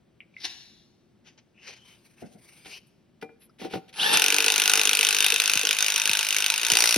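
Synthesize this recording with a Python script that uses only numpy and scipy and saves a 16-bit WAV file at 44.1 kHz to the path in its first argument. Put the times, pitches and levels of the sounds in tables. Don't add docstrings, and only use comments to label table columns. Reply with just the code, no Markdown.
import sys
import numpy as np
from scipy import signal
from scipy.fft import rfft, irfft, next_fast_len
from scipy.io import wavfile
from scipy.ndimage import uniform_filter1d, map_coordinates

SR = 44100
rng = np.random.default_rng(int(sys.argv[2]) if len(sys.argv) > 2 else 0)


def inscribe(sig):
    pcm = np.round(np.clip(np.atleast_2d(sig).T, -1, 1) * 32767)
    wavfile.write(sys.argv[1], SR, pcm.astype(np.int16))


N = 307377
TIME = np.arange(N) / SR


def amp(db):
    return 10 ** (np.asarray(db) / 20)


def unit(x):
    return x / np.sqrt(np.mean(x ** 2) + 1e-20)


def along(points, hz):
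    f, v = np.transpose(points)
    return np.interp(np.log(hz + 1), np.log(f + 1), v)


def curves(rows, at=TIME):
    s, *cols = np.transpose(rows)
    return [np.interp(at, s, c) for c in cols]


def wobble(rate, count=N):
    knots = rng.standard_normal(int(count * rate / SR) + 4)
    return map_coordinates(knots, [TIME[:count] * rate])


def swell(s, half_length_s):
    return np.exp(-((TIME - s) / half_length_s) ** 2)


def add(track, s, sound):
    part = track[..., round(s * SR):][..., :sound.shape[-1]]
    part += sound[..., :part.shape[-1]]


def convolve(x, response):
    return signal.fftconvolve(np.atleast_2d(x), np.atleast_2d(response), axes=1)[:, :N]


def colour(x, spectrum, size=2048):
    gain = amp(along(spectrum, np.fft.rfftfreq(size, 1 / SR)))
    cepstrum = irfft(np.log(gain + 1e-6))
    cepstrum[1:size // 2] *= 2
    cepstrum[size // 2 + 1:] = 0
    response = irfft(np.exp(rfft(cepstrum)))
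    return convolve(x, response / np.linalg.norm(response))


# frequency in Hz, left-right correlation.
PORT_LIKENESS = [(60, 0.62), (150, 1), (380, 0.34), (950, 0.64), (2380, 0.67), (5980, 1), (15000, 0.52)]
# frequency in Hz, lead of the left port in radians.
PORT_LEAD = [(0, -1.5), (3790, 0.44), (5600, 1), (6200, 1), (6720, 4.5), (7750, 1.5), (10200, 1.3),
             (12500, -4), (14100, -2), (16100, -1)]


def noise(count):
    m = next_fast_len(count)
    hz = np.fft.rfftfreq(m, 1 / SR)
    turn = np.arccos(np.clip(along(PORT_LIKENESS, hz), -1, 1)) / 2
    shared, apart = rfft(rng.standard_normal((2, m))) * [np.cos(turn), np.sin(turn)]
    shift = np.exp(.5j * along(PORT_LEAD, hz))
    ports = np.array([(shared + apart) * shift, (shared - apart) / shift])
    return irfft(ports, m)[:, :count]


def sing(hz, width_hz):
    phase = 2 * np.pi * np.cumsum(hz) / SR
    in_phase = wobble(width_hz, len(hz)) * np.sin(phase)
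    quadrature = wobble(width_hz, len(hz)) * np.cos(phase)
    return unit(in_phase + quadrature)


def ring(modes, spread, damping=1):
    t = np.arange(SR // 2) / SR
    ports = np.array([[1], [-1]]) * spread
    out = np.zeros((2, len(t)))
    for k, (hz, db, t60) in enumerate(modes):
        fade = amp(db - 60 * damping * t / t60) / np.sqrt(t60)
        out += (-1) ** k * fade * np.sin(2 * np.pi * hz * t + ports * (-1) ** (k // 2))
    return out / np.linalg.norm(out[0])


def underbody(x, t60):
    t = np.arange(SR // 5) / SR
    tail = noise(len(t)) * amp(-60 * t / t60) * (t > .002)
    return convolve(x, tail / np.linalg.norm(tail[0]))


# frequency in Hz, t60 in seconds.
HALL_T60 = [(200, 0.68), (3000, 0.79), (6000, 0.89), (13000, 1)]


def hall(x):
    hz, t, z = signal.stft(noise(SR), SR, nperseg=256)
    fade = amp(-60 * t / along(HALL_T60, hz)[:, None])
    tail = signal.istft(z * fade, SR, nperseg=256)[1]
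    late = np.pad(tail / np.linalg.norm(tail[0]), ((0, 0), (SR // 80, 0)))
    return convolve(x, late)


# frequency in Hz, level in dB.
AIR_TONE = [(15, -55), (25, -18), (140, -6), (192, -6), (225, -3.5), (278, -11.5), (353, -7), (460, -19),
            (539, -17), (1050, -27.5), (3010, -31), (14000, -49)]


def hall_air():
    return amp(-63.0 + 0.04 * wobble(2.7)) * unit(colour(noise(N), AIR_TONE))


# start in seconds, level in dB, pitch in Hz, width in Hz, t60 in seconds.
TICK_ROWS = [(0.204, -42, 2600, 1340, 0.036), (.365, -44, 2435, 990, .04), (1.576, -56, 2300, 895, 0.1),
             (1.671, -50, 3530, 3500, 0.051), (2.064, -64, 3770, 2020, 0.074), (2.181, -57, 2450, 700, .07),
             (2.488, -53, 2160, 600, .06), (3.495, -61, 5160, 900, 0.045), (3.495, -59, 1390, 400, 0.044)]


def ticks():
    t, out = np.arange(SR // 4) / SR, np.zeros(N)
    for s, db, hz, width_hz, t60 in TICK_ROWS:
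        envelope = amp(db - 60 * t / t60) * (1 - np.exp(-t / 0.0006)) ** 2
        add(out, s, envelope * sing(np.full(len(t), hz), width_hz))
    return out


# start in seconds, level in dB, settled pitch in Hz, t60 in seconds.
CLINK_ROWS = [(0.2044, -24.5, 2220, 0.0077), (.3405, -49, 2300, 0.032), (0.3658, -30.5, 2080, 0.024)]


def clinks(bend=0.18):
    t, out = np.arange(SR // 10) / SR, np.zeros(N)
    for s, db, hz, t60 in CLINK_ROWS:
        pitch_hz = hz * (1 + bend * np.exp(-t / 0.00098))
        phase = 2 * np.pi * np.cumsum(pitch_hz) / SR
        envelope = amp(db - 60 * t / t60) * (1 - np.exp(-t / 0.00036)) ** 3
        add(out, s, envelope * np.sin(phase))
    return out + amp(-3.5) * underbody(out, t60=0.12)


def patchy(x, depth_db):
    z = signal.stft(x, nperseg=512)[2]
    field = rng.standard_normal(z.shape[1:])
    field = uniform_filter1d(uniform_filter1d(field, size=6, axis=0), size=14, axis=1)
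    shaped = z * amp(depth_db * unit(field))
    return unit(signal.istft(shaped, nperseg=512)[1][:, :N])


# frequency in Hz, level in dB.
SWISH_TONE = [(6500, -47), (8500, 4), (11000, 1.5), (13000, -4), (15500, -13)]
CATCHES_PER_S, CATCH_DB = 69, 2.5
FOLD_DB = 2.5


def rubbing(strokes, tone, grain_db):
    body, treble = np.zeros((2, N))
    for s, rise_s, hold_s, t60, db, treble_db in strokes:
        rise = np.exp(np.minimum(TIME - s, 0) / rise_s)
        stroke = rise * amp(-60 * np.maximum(TIME - s - hold_s, 0) / t60)
        body += (amp(db) * stroke) ** 2
        treble += (amp(treble_db) * stroke) ** 2
    grain = amp(grain_db * wobble(700) + CATCH_DB * wobble(CATCHES_PER_S))
    slips = patchy(noise(N) * grain, FOLD_DB)
    return np.sqrt(body) * colour(slips, tone) + np.sqrt(treble) * colour(slips, SWISH_TONE)


# end of rise in seconds, rise in seconds, hold in seconds, t60 in seconds,
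# body level in dB, treble level in dB.
SCUFF_STROKES = [(.448, 0.022, 0.017, 0.14, -33.5, -52)]
# frequency in Hz, level in dB.
SCUFF_BODY = [(180, -48), (300, -12.5), (528, -28), (835, -14.5), (1270, -27), (1360, -20), (1620, -12.5),
              (3530, -6), (5970, -10.5), (7500, -27), (9750, -81), (16500, -120)]


def scuff():
    direct = rubbing(SCUFF_STROKES, SCUFF_BODY, grain_db=2.0)
    return direct + amp(-7.0) * hall(direct)


# start in seconds, length in seconds, start in Hz, glide in Hz, width in Hz, level in dB.
RASP_ROWS = [(0.543, 0.35, 3900, -250, 900, -64.5), (1.536, 0.3, 2600, 592.5, 680, -57),
             (1.74, 0.247, 3120, -73, 300, -60), (2.351, 0.46, 2100, 425.5, 350, -65),
             (2.69, .11, 2660, 200, 880, -46.5), (2.395, 0.44, 4920, 395, 640, -78),
             (2.685, .115, 4900, 200, 2600, -50), (3.394, 0.083, 10900, -22, 2100, -59.5),
             (4.129, 0.015, 8650, 50, 300, -22), (5.783, 0.53, 920, -20.5, 90, -48),
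             (5.848, 0.22, 5640, -18, 60, -40.5), (6.484, 0.083, 930, 0, 95, -41.5),
             (6.632, 0.099, 923, 2, 20, -43)]


def rasps():
    out = np.zeros(N)
    for s, length_s, start_hz, glide_hz, width_hz, db in RASP_ROWS:
        stroke = np.linspace(0, 1, round(length_s * SR))
        voice = sing(start_hz + glide_hz * stroke, width_hz)
        add(out, s, amp(db) * np.sin(np.pi * stroke) * voice)
    return out


# end of rise in seconds, rise in seconds, hold in seconds,
# t60 in seconds, body level in dB, treble level in dB.
RUSTLE_STROKES = [(1.262, 0.0066, 0.015, 0.17, -52, -76), (1.378, 0.0025, .002, 0.097, -55, -85),
                  (1.674, 0.024, 0.0059, 0.38, -41.5, -61.5), (1.88, 0.051, 0.042, 0.44, -58, -64),
                  (2.046, .01, 0.0083, 0.44, -63, -65), (2.22, 0.043, 0.0093, 0.54, -57.5, -63.5),
                  (2.49, 0.093, 0.17, 0.22, -59, -61), (2.7, 0.031, 0.075, 0.083, -47.5, -54),
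                  (2.87, .003, 0.0027, 0.092, -85, -66)]
# frequency in Hz, level in dB.
CLOTH_BODY = [(240, -49), (400, 0.5), (544, -9), (877, -4), (1210, -10), (2370, 2), (3870, -6.5),
              (4940, -5.5), (6470, -4), (7500, -25), (9750, -64), (16500, -120)]


def rustle():
    return rubbing(RUSTLE_STROKES, CLOTH_BODY, grain_db=0.5)


# start in seconds, level in dB.
BUMP_ROWS = [(2.218, -30.5), (2.3, -49), (2.343, -44.5)]
# frequency in Hz, level in dB.
HUB_TONE = [(29, -45), (50, -27), (214, 2), (302, -8), (762, -11), (1070, -45), (1490, -22), (1830, -40),
            (2060, -23), (3000, -58), (3900, -70), (6600, -120)]


def soft_rise(t):
    return 1 - np.exp(-t / 0.0089)


def bumps():
    t, out = np.arange(SR // 4) / SR, np.zeros(N)
    for s, db in BUMP_ROWS:
        add(out, s, soft_rise(t) * amp(db - 60 * t / 0.15))
    return colour(out * noise(N), HUB_TONE)


# start in seconds, thud level in dB, scrape level in dB,
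# scrape t60 in seconds, loss per rebound in dB.
KNOCK_ROWS = [(2.656, -42.5, -35.5, 0.058, 15), (3.224, -32, -26.5, 0.025, 15),
              (3.291, -48.5, -67, 0.024, 22), (3.414, -80, -56.5, 0.12, 13), (3.595, -40, -44, 0.14, 12),
              (3.613, -30, -44.5, 0.1, 5), (3.646, -28.5, -40.5, 0.078, 12), (3.707, -38.5, -40.5, 0.1, 8),
              (3.735, -21.5, -33, 0.075, 6.5), (3.89, -70, -39.5, 0.045, 31), (3.938, -65, -30, 0.032, 15),
              (4.134, -25, -32, 0.056, 19)]
# frequency in Hz, level in dB.
SCRAPE_TONE = [(240, -23), (400, -22), (451, -21), (572, -35), (758, -20), (1170, -27.5), (2460, -12),
               (6090, -23), (7610, -37), (11000, -27), (14000, -43)]
# pitch in Hz, level in dB, t60 in seconds before damping.
STEEL_MODES = [(207, -12.5, 0.17), (297, -4, 0.18), (377, -4, 0.053), (453, 1, 0.15), (622, -10, 0.09),
               (765.3, 1, 0.31), (874, -5.5, 0.11), (982, -11.5, 0.14), (1232, -10.5, 0.06),
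               (1448, 0, 0.095), (1697, -7, 0.073), (2003, -3, 0.092), (2390, 2, 0.48)]
ROCK_S = 0.017
LEAD_IN_S, LEAD_IN_DB = 0.011, -3
CLATTER_DB = -15


def knocks(thud_t60=0.088, ring_db=23.0, count=3):
    t = np.arange(SR // 4) / SR
    taps, pushes, scrapes = np.zeros((3, N))
    rise = soft_rise(t)
    for s, db, scrape_db, length_s, loss_db in KNOCK_ROWS:
        touch = np.exp(-(t[:100] / (0.0029 * length_s) - 2) ** 2)
        scrape = rise * amp(scrape_db - 60 * t / length_s)
        add(scrapes, s - LEAD_IN_S, amp(LEAD_IN_DB) * scrape)
        for k in range(count):
            at, size = s + k * ROCK_S, amp(-k * loss_db)
            add(taps, at, size * amp(db + ring_db) * touch / touch.sum())
            add(pushes, at, size * rise * amp(db - 60 * t / thud_t60))
            add(scrapes, at, size * scrape)
    clatter = amp(CLATTER_DB) * scrapes * rng.standard_normal(N)
    steel = convolve(taps + clatter, ring(STEEL_MODES, spread=0.34, damping=2))
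    thud = colour(pushes * noise(N), [(50, -32.0), (170, -1.5), (430, 0), (650, -9.5), (3000, -43)])
    return steel + thud + colour(scrapes * noise(N), SCRAPE_TONE)


# start in seconds, level in dB.
JOLT_ROWS = [(3.23, -36), (4.325, -30.5), (4.465, -31.5), (4.918, -37), (4.996, -37), (5.325, -31.5),
             (5.634, -32.5), (5.691, -39.5)]
# pitch in Hz, level in dB, t60 in seconds.
ARM_MODES = [(307, -9.5, 0.15), (437, 3, 0.049), (461, 2.5, 0.12)]


def jolts(rise_s=0.0036):
    t, out = np.arange(SR // 4) / SR, np.zeros(N)
    modes = sum(amp(db - 60 * t / t60) * np.sin(2 * np.pi * hz * t) for hz, db, t60 in ARM_MODES)
    knock = (1 - np.exp(-t / rise_s)) * modes
    for s, db in JOLT_ROWS:
        add(out, s, amp(db) * knock)
    return out


# multiple of rotor speed, level in dB.
ROTOR_ORDERS = [(1, -3.5), (2, -6), (4, 4.5), (6, -7), (8, -3.5)]
# frequency in Hz, level in dB.
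GEAR_TONE = [(80, -44), (155, -13), (257, -12.5), (462, -10), (660, -13), (867, -2.5), (1050, -12.5),
             (1700, -4), (2000, -14), (2690, -2), (5840, -10.5), (7510, -21.5), (11000, -12), (15000, -39)]
# frequency in Hz, level in dB.
HOUSING_TONE = [(100, -56), (450, -3), (620, -20), (870, 6.5), (1150, -30), (1700, 1.5), (2100, -30),
                (2700, 6), (3200, 7), (3700, 1), (4300, -15), (6000, -20), (7500, -34)]
# multiple of rotor speed away from the switching rate, level in dB at top speed.
WHISTLE_ROWS = [(0, -46), (3, -38.5)]
# time in seconds, half length in seconds, added whine in dB, added gear noise in dB.
SPRING_WIND_UP = (4.143, 0.0163, 0.63, 9.5)
TRIGGER_S, ROTOR_HZ_PER_S, ROTOR_TOP_HZ = 3.927, 3450, 458.4
LOUD_FROM_HZ = 334
WHINE_DB, WHINE_DB_PER_OCTAVE = -27.5, 24
GEAR_DB, GEAR_DB_PER_OCTAVE = -26.5, 12
LOAD_SAG = 0.0252
MOTOR_FADE_DB_PER_S = 212
ROTOR_JITTER, WHINE_ROUGH = .003, 0.35
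TOOTH_DB = 2
PLANET_RATIO, PLANET_DEPTH = .22, .35
SWITCH_HZ = 10000


def motor():
    ramp_hz = np.maximum(ROTOR_HZ_PER_S * (TIME - TRIGGER_S), 1)
    rotor_hz = ramp_hz / (1 + (ramp_hz / ROTOR_TOP_HZ) ** 10) ** (1 / 10)
    octaves = np.minimum(np.log2(rotor_hz / LOUD_FROM_HZ), 0)
    s, half_s, strain_db, grind_db = SPRING_WIND_UP
    rotor_hz = rotor_hz * (1 - LOAD_SAG * swell(s + half_s, 3 * half_s))
    whine_db = WHINE_DB + WHINE_DB_PER_OCTAVE * octaves + strain_db * swell(s, half_s)
    gear_db = GEAR_DB + GEAR_DB_PER_OCTAVE * octaves + grind_db * swell(s, half_s)
    angle = 2 * np.pi * np.cumsum(rotor_hz * (1 + ROTOR_JITTER * wobble(150))) / SR

    whine, whistle = np.zeros((2, 2, N))
    for k, db in ROTOR_ORDERS + [(k, TOOTH_DB) for k in range(11, 14)]:
        line = np.sin(k * angle + rng.normal(0, 0.54, (2, 1)))
        whine += amp(db + along(HOUSING_TONE, k * rotor_hz)) * line
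    whine *= 1 + WHINE_ROUGH * wobble(200)
    whine *= 1 + PLANET_DEPTH * np.cos(PLANET_RATIO * angle)
    mesh = unit(colour(noise(N) * (1 + 0.41 * np.cos(angle)), GEAR_TONE))
    for k, db in WHISTLE_ROWS:
        phase = 2 * np.pi * SWITCH_HZ * TIME + k * angle
        whistle += amp(db) * np.sin(phase + rng.normal(0, 1, (2, 1)))
    whistle *= rotor_hz / ROTOR_TOP_HZ
    fade = amp(-MOTOR_FADE_DB_PER_S * np.maximum(TIME - SPEED_ROWS[0][0], 0))
    return (TIME > TRIGGER_S) * fade * (amp(whine_db) * whine + amp(gear_db) * mesh + whistle)


# time in seconds, rate in blows per second.
SPEED_ROWS = [(4.173, 38.74), (4.231, 47.43), (4.458, 51.53), (4.782, 50.93), (6.138, 52.19),
              (6.212, 51.59), (6.547, 51.23), (6.612, 57.55), (6.97, 58.05)]


def blow_times():
    turns = np.cumsum(curves(SPEED_ROWS)[0] * (TIME >= SPEED_ROWS[0][0])) / SR
    times = np.interp(np.arange(int(turns[-1]) + 1), turns, TIME)
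    return np.maximum(times, SPEED_ROWS[0][0])


def blow_shape(power, db):
    return amp(db) * np.sqrt(power / np.mean(power[TIME > SPEED_ROWS[0][0]]))


# time in seconds, strength in dB against an ordinary blow.
ODD_BLOW_ROWS = [(4.174, 2), (4.22, 3), (4.242, 2), (4.385, 2), (4.425, -4), (4.483, 1.5), (4.541, -2.5),
                 (4.64, -3.5), (4.697, 3), (4.737, 3), (4.835, -2.5), (4.913, -3), (5.207, 2.5), (5.245, 3),
                 (5.265, 3), (5.285, -3), (5.382, -6.5), (5.401, 3), (5.498, 3.5), (5.517, -4),
                 (5.536, 3.5), (5.575, 2.5), (5.614, -3), (5.633, -5.5), (5.652, 1), (5.671, .5),
                 (5.69, .5), (5.711, 4), (5.749, -7), (5.769, -4), (5.787, 3), (5.826, 4), (5.865, 2.5),
                 (5.884, 3), (5.903, 1), (5.922, -1), (5.942, -1.5), (5.961, 4), (6.038, -6.5),
                 (6.057, 3.5), (6.096, 3.5), (6.133, 2), (6.191, 2), (6.211, -3), (6.23, -2.5), (6.25, -3),
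                 (6.269, -2.5), (6.366, 4.5), (6.385, 2), (6.463, 3.5), (6.483, -4.5), (6.502, 4.5),
                 (6.522, -2.5), (6.561, -4), (6.58, 1.5), (6.598, -7), (6.616, -2), (6.685, -3),
                 (6.702, 2.5), (6.72, 3), (6.771, 3), (6.84, 2)]
REBOUND = 0.18
HARDEST_DB = 0


def strengths(times, chance_db):
    odd_db = np.zeros(len(times))
    for s, db in ODD_BLOW_ROWS:
        odd_db[np.argmin(abs(times - s))] = db
    ordinary_db = signal.lfilter([1], [1, REBOUND], odd_db + chance_db)
    return np.where(odd_db != 0, odd_db, np.minimum(ordinary_db, HARDEST_DB))


# pitch in Hz, level in dB, t60 in seconds.
CLANG_MODES = [(1532, -9.5, 0.013), (2512, 1, 0.0088), (2774, 3, 0.0087), (6320, -6, 0.016)]
CLANG_VARY_DB, CLANG_DETUNE = 2.5, 0.039


def clang_once(rise_s=0.00083):
    t = np.arange(SR // 30) / SR
    modes = np.zeros((2, len(t)))
    for hz, db, t60 in CLANG_MODES:
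        louder, sharper, turn = rng.standard_normal(3)
        phase = 2 * np.pi * (hz * (1 + CLANG_DETUNE * sharper) * t + turn)
        ports = np.array([[.5], [-.5]]) * along(PORT_LEAD, hz)
        modes += amp(db + CLANG_VARY_DB * louder - 60 * t / t60) * np.sin(phase + ports)
    return unit(modes * (1 - np.exp(-t / rise_s)))


def strikes(contact_s=0.00075, chatter_t60=0.036, uneven_db=-0.4, window_s=0.003):
    times = blow_times()
    chance = rng.standard_normal((len(times), 3))
    sizes = amp(strengths(times, uneven_db * chance[:, 0]))
    t = np.arange(SR // 8) / SR - window_s
    contact, chatter, kicks = np.zeros((3, N))
    clang = np.zeros((2, N))
    for s, size, (_, late, longer) in zip(times, sizes, chance):
        width = contact_s * np.exp(.13 * longer)
        peak_s = s + 0.00012 * late
        begun = t > -width
        add(contact, peak_s - window_s, size ** 2 * begun * np.exp(-(t / width) ** 2))
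        kicks[min(round((peak_s - width) * SR), N - 1)] = size
        add(clang, peak_s - width, size * clang_once())
        add(chatter, peak_s - window_s, size ** 1.6 * begun * amp(-60 * t / chatter_t60) ** 2)
    return contact, chatter, kicks, clang


WELL_ECHO_S, WELL_ECHO_DB = 0.0053, -10


def anvil(clang, force_db, clang_db=-3):
    clang = clang * amp(force_db + clang_db) / np.std(clang[:, TIME > SPEED_ROWS[0][0]])
    add(clang, WELL_ECHO_S, amp(WELL_ECHO_DB) * clang)
    return clang


# frequency in Hz, level in dB.
CRACK_TONE = [(30, -64), (150, -40), (600, -18), (1200, -42.5), (1530, -2.5), (1850, -25), (2500, 2),
              (2900, -4), (3300, 2), (5400, -6), (6150, 1.5), (7400, -10.5), (9200, -15), (13000, -7.5),
              (16000, -26)]


def cracks(contact, force_db, crack_db=-3):
    return colour(blow_shape(contact, force_db + crack_db) * noise(N), CRACK_TONE)


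# frequency in Hz, level in dB.
CHATTER_TONE = [(30, -91), (200, -51), (900, -8.5), (1500, -15), (1850, -10), (2700, -5.5), (6200, 0.5),
                (7400, -13.5), (9000, 1.5), (12500, -6), (14700, -15.5), (15700, -23)]
CHATTER_GRAIN_DB = 3


def socket_chatter(chatter, level_db):
    grains = unit(noise(N) * amp(CHATTER_GRAIN_DB * wobble(1500)))
    return colour(blow_shape(chatter, level_db) * grains, CHATTER_TONE)


# frequency in Hz, level in dB.
SCATTER_TONE = [(30, -66), (120, -32.5), (300, -19.5), (650, -12), (1500, -5), (1900, -3), (2650, -1.5),
                (3300, -3.5), (6000, -13), (7400, -38), (9300, -21), (13000, -30), (16000, -36)]


def scatter(kicks, force_db, t60=0.39, scatter_db=-11, buzz_db=-13):
    buzz = signal.lfilter([1], [1, -amp(-120 / (t60 * SR))], kicks)
    panels = underbody(blow_shape(kicks ** 2, force_db + scatter_db), t60)
    loose = blow_shape(buzz, force_db + buzz_db) * noise(N)
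    return colour(panels + loose, SCATTER_TONE)


# pitch in Hz, level in dB, t60 in seconds.
SOCKET_MODES = [(2507, -2, 0.32), (2670, -10, 0.42), (3310, -2, 0.064), (3655, 0, 0.2), (3680, 4, 0.26),
                (4000, 2.5, 0.05), (4770, -0.5, 0.07), (5200, -2, 0.036), (5630, -2.5, 0.16),
                (6130, -1.5, 0.037)]
SEAT_SHIFT_S, SEAT_SHIFTS_PER_S = .00008, 25


def socket_ring(contact, force_db, socket_db=-10):
    drive = blow_shape(contact, force_db + socket_db) * rng.standard_normal(N)
    steady = convolve(drive, ring(SOCKET_MODES, spread=0.16))
    at = (TIME + SEAT_SHIFT_S * wobble(SEAT_SHIFTS_PER_S)) * SR
    return np.array([map_coordinates(port, [at]) for port in steady])


# time in seconds, half length in seconds, level in dB.
BIND_ROWS = [(5.62, 0.071, -41), (5.926, 0.021, -40), (6.58, 0.083, -49), (6.776, 0.11, -36)]
TIGHT_DB, LOOSENS_S, LOOSEN_DB_PER_S, LOOSE_DB = -34.5, 4.72, 18.5, -49


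def grip():
    tight = amp(TIGHT_DB - LOOSEN_DB_PER_S * np.maximum(TIME - LOOSENS_S, 0))
    binds = sum(amp(db) * swell(s, half_s) for s, half_s, db in BIND_ROWS)
    return 10 * np.log10(tight ** 2 + binds ** 2 + amp(LOOSE_DB) ** 2)


def suspension(contact, kicks, hum_db=-3):
    steel_db = grip()
    twist = blow_shape(kicks ** 2, steel_db + hum_db)
    twist = twist + blow_shape(contact, steel_db) * rng.standard_normal(N)
    drive = colour(twist, [(40, -31.5), (280, -1), (470, -0.5), (760, -3.5), (1000, 9.5), (2400, -2.0), (4000, 4.0)])
    return convolve(drive, ring(STEEL_MODES, spread=.35, damping=1.7))


# time in seconds, half length in seconds, level in dB before colouring.
DRONE_SWELL = (6.83, 0.15, -44)
# frequency in Hz, level in dB.
DRONE_COLOUR = [(150, -37.5), (340, 1), (580, 4), (820, -4), (1100, -29), (3000, -50)]


def arm_drone(kicks):
    s, half_s, db = DRONE_SWELL
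    return swell(s, half_s) * colour(blow_shape(kicks ** 2, db), DRONE_COLOUR)


# pitch in Hz, level in dB, t60 in seconds.
NUT_MODES = [(2050, -4, .025), (4450, 0, .012), (4950, 1, .011), (5604, -3.5, .2)]
# time in seconds, half length in seconds, drive level in dB.
NUT_SWELL = (6.84, .14, -28.5)


def nut_rattle(contact):
    s, half_s, db = NUT_SWELL
    drive = swell(s, half_s) * blow_shape(contact, db) * rng.standard_normal(N)
    return convolve(drive, ring(NUT_MODES, spread=0.36))


# time in seconds, blow strength in dB before each part's offset, chatter in dB against the strength.
FORCE_ROWS = [(4.17, -23, -4.5), (4.7, -23.5, -3), (5.2, -24, -3), (5.7, -26.5, -5.5), (6.2, -26.5, -2.5),
              (6.5, -27, -4.5), (6.64, -26, -4), (6.77, -24.5, 0), (6.97, -25.5, 0.5)]


def hammer():
    contact, chatter, kicks, clang = strikes()
    force_db, chatter_db = curves(FORCE_ROWS)
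    blows = anvil(clang, force_db) + cracks(contact, force_db)
    blows = blows + socket_chatter(chatter, force_db + chatter_db)
    answer = scatter(kicks, force_db) + socket_ring(contact, force_db) + suspension(contact, kicks)
    return blows + answer + arm_drone(kicks) + nut_rattle(contact)


# start in seconds, level in dB.
THUMP_ROWS = [(5.555, -31), (6.093, -34), (6.718, -29), (6.9615, -14.5)]


def thumps(start_hz=800, fall_s=0.0024, t60=0.074):
    t, out = np.arange(SR // 8) / SR, np.zeros(N)
    sweep = np.sin(2 * np.pi * start_hz * fall_s * np.log1p(t / fall_s))
    for s, db in THUMP_ROWS:
        add(out, s, amp(db - 60 * t / t60) * (1 - np.exp(-t / 0.0021)) * sweep)
    return out


def scene():
    small = ticks() + clinks() + scuff() + rasps() + rustle()
    handling = small * amp([[.7], [-.7]]) + bumps() + knocks()
    tool = jolts() + motor() + hammer()
    answer = hall(amp(-11.0) * tool + amp(-18.5) * handling)
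    return hall_air() + handling + tool + answer + thumps()


# frequency in Hz, left minus right in dB.
PORT_TILT = [(60, -2), (120, 2.5), (240, 1), (480, 3), (950, 2), (1890, -0.5), (3770, 3.5), (7520, 1),
             (15000, -0.5)]
TOP_HZ = 16100


def record(dry):
    m = next_fast_len(N + SR // 4)
    hz = np.fft.rfftfreq(m, 1 / SR)
    balance = amp(along(PORT_TILT, hz) * np.array([[.5], [-.5]]))
    return irfft(rfft(dry, m) * balance * (hz < TOP_HZ), m)[:, :N]


dry = scene()
out = record(dry)
inscribe(out)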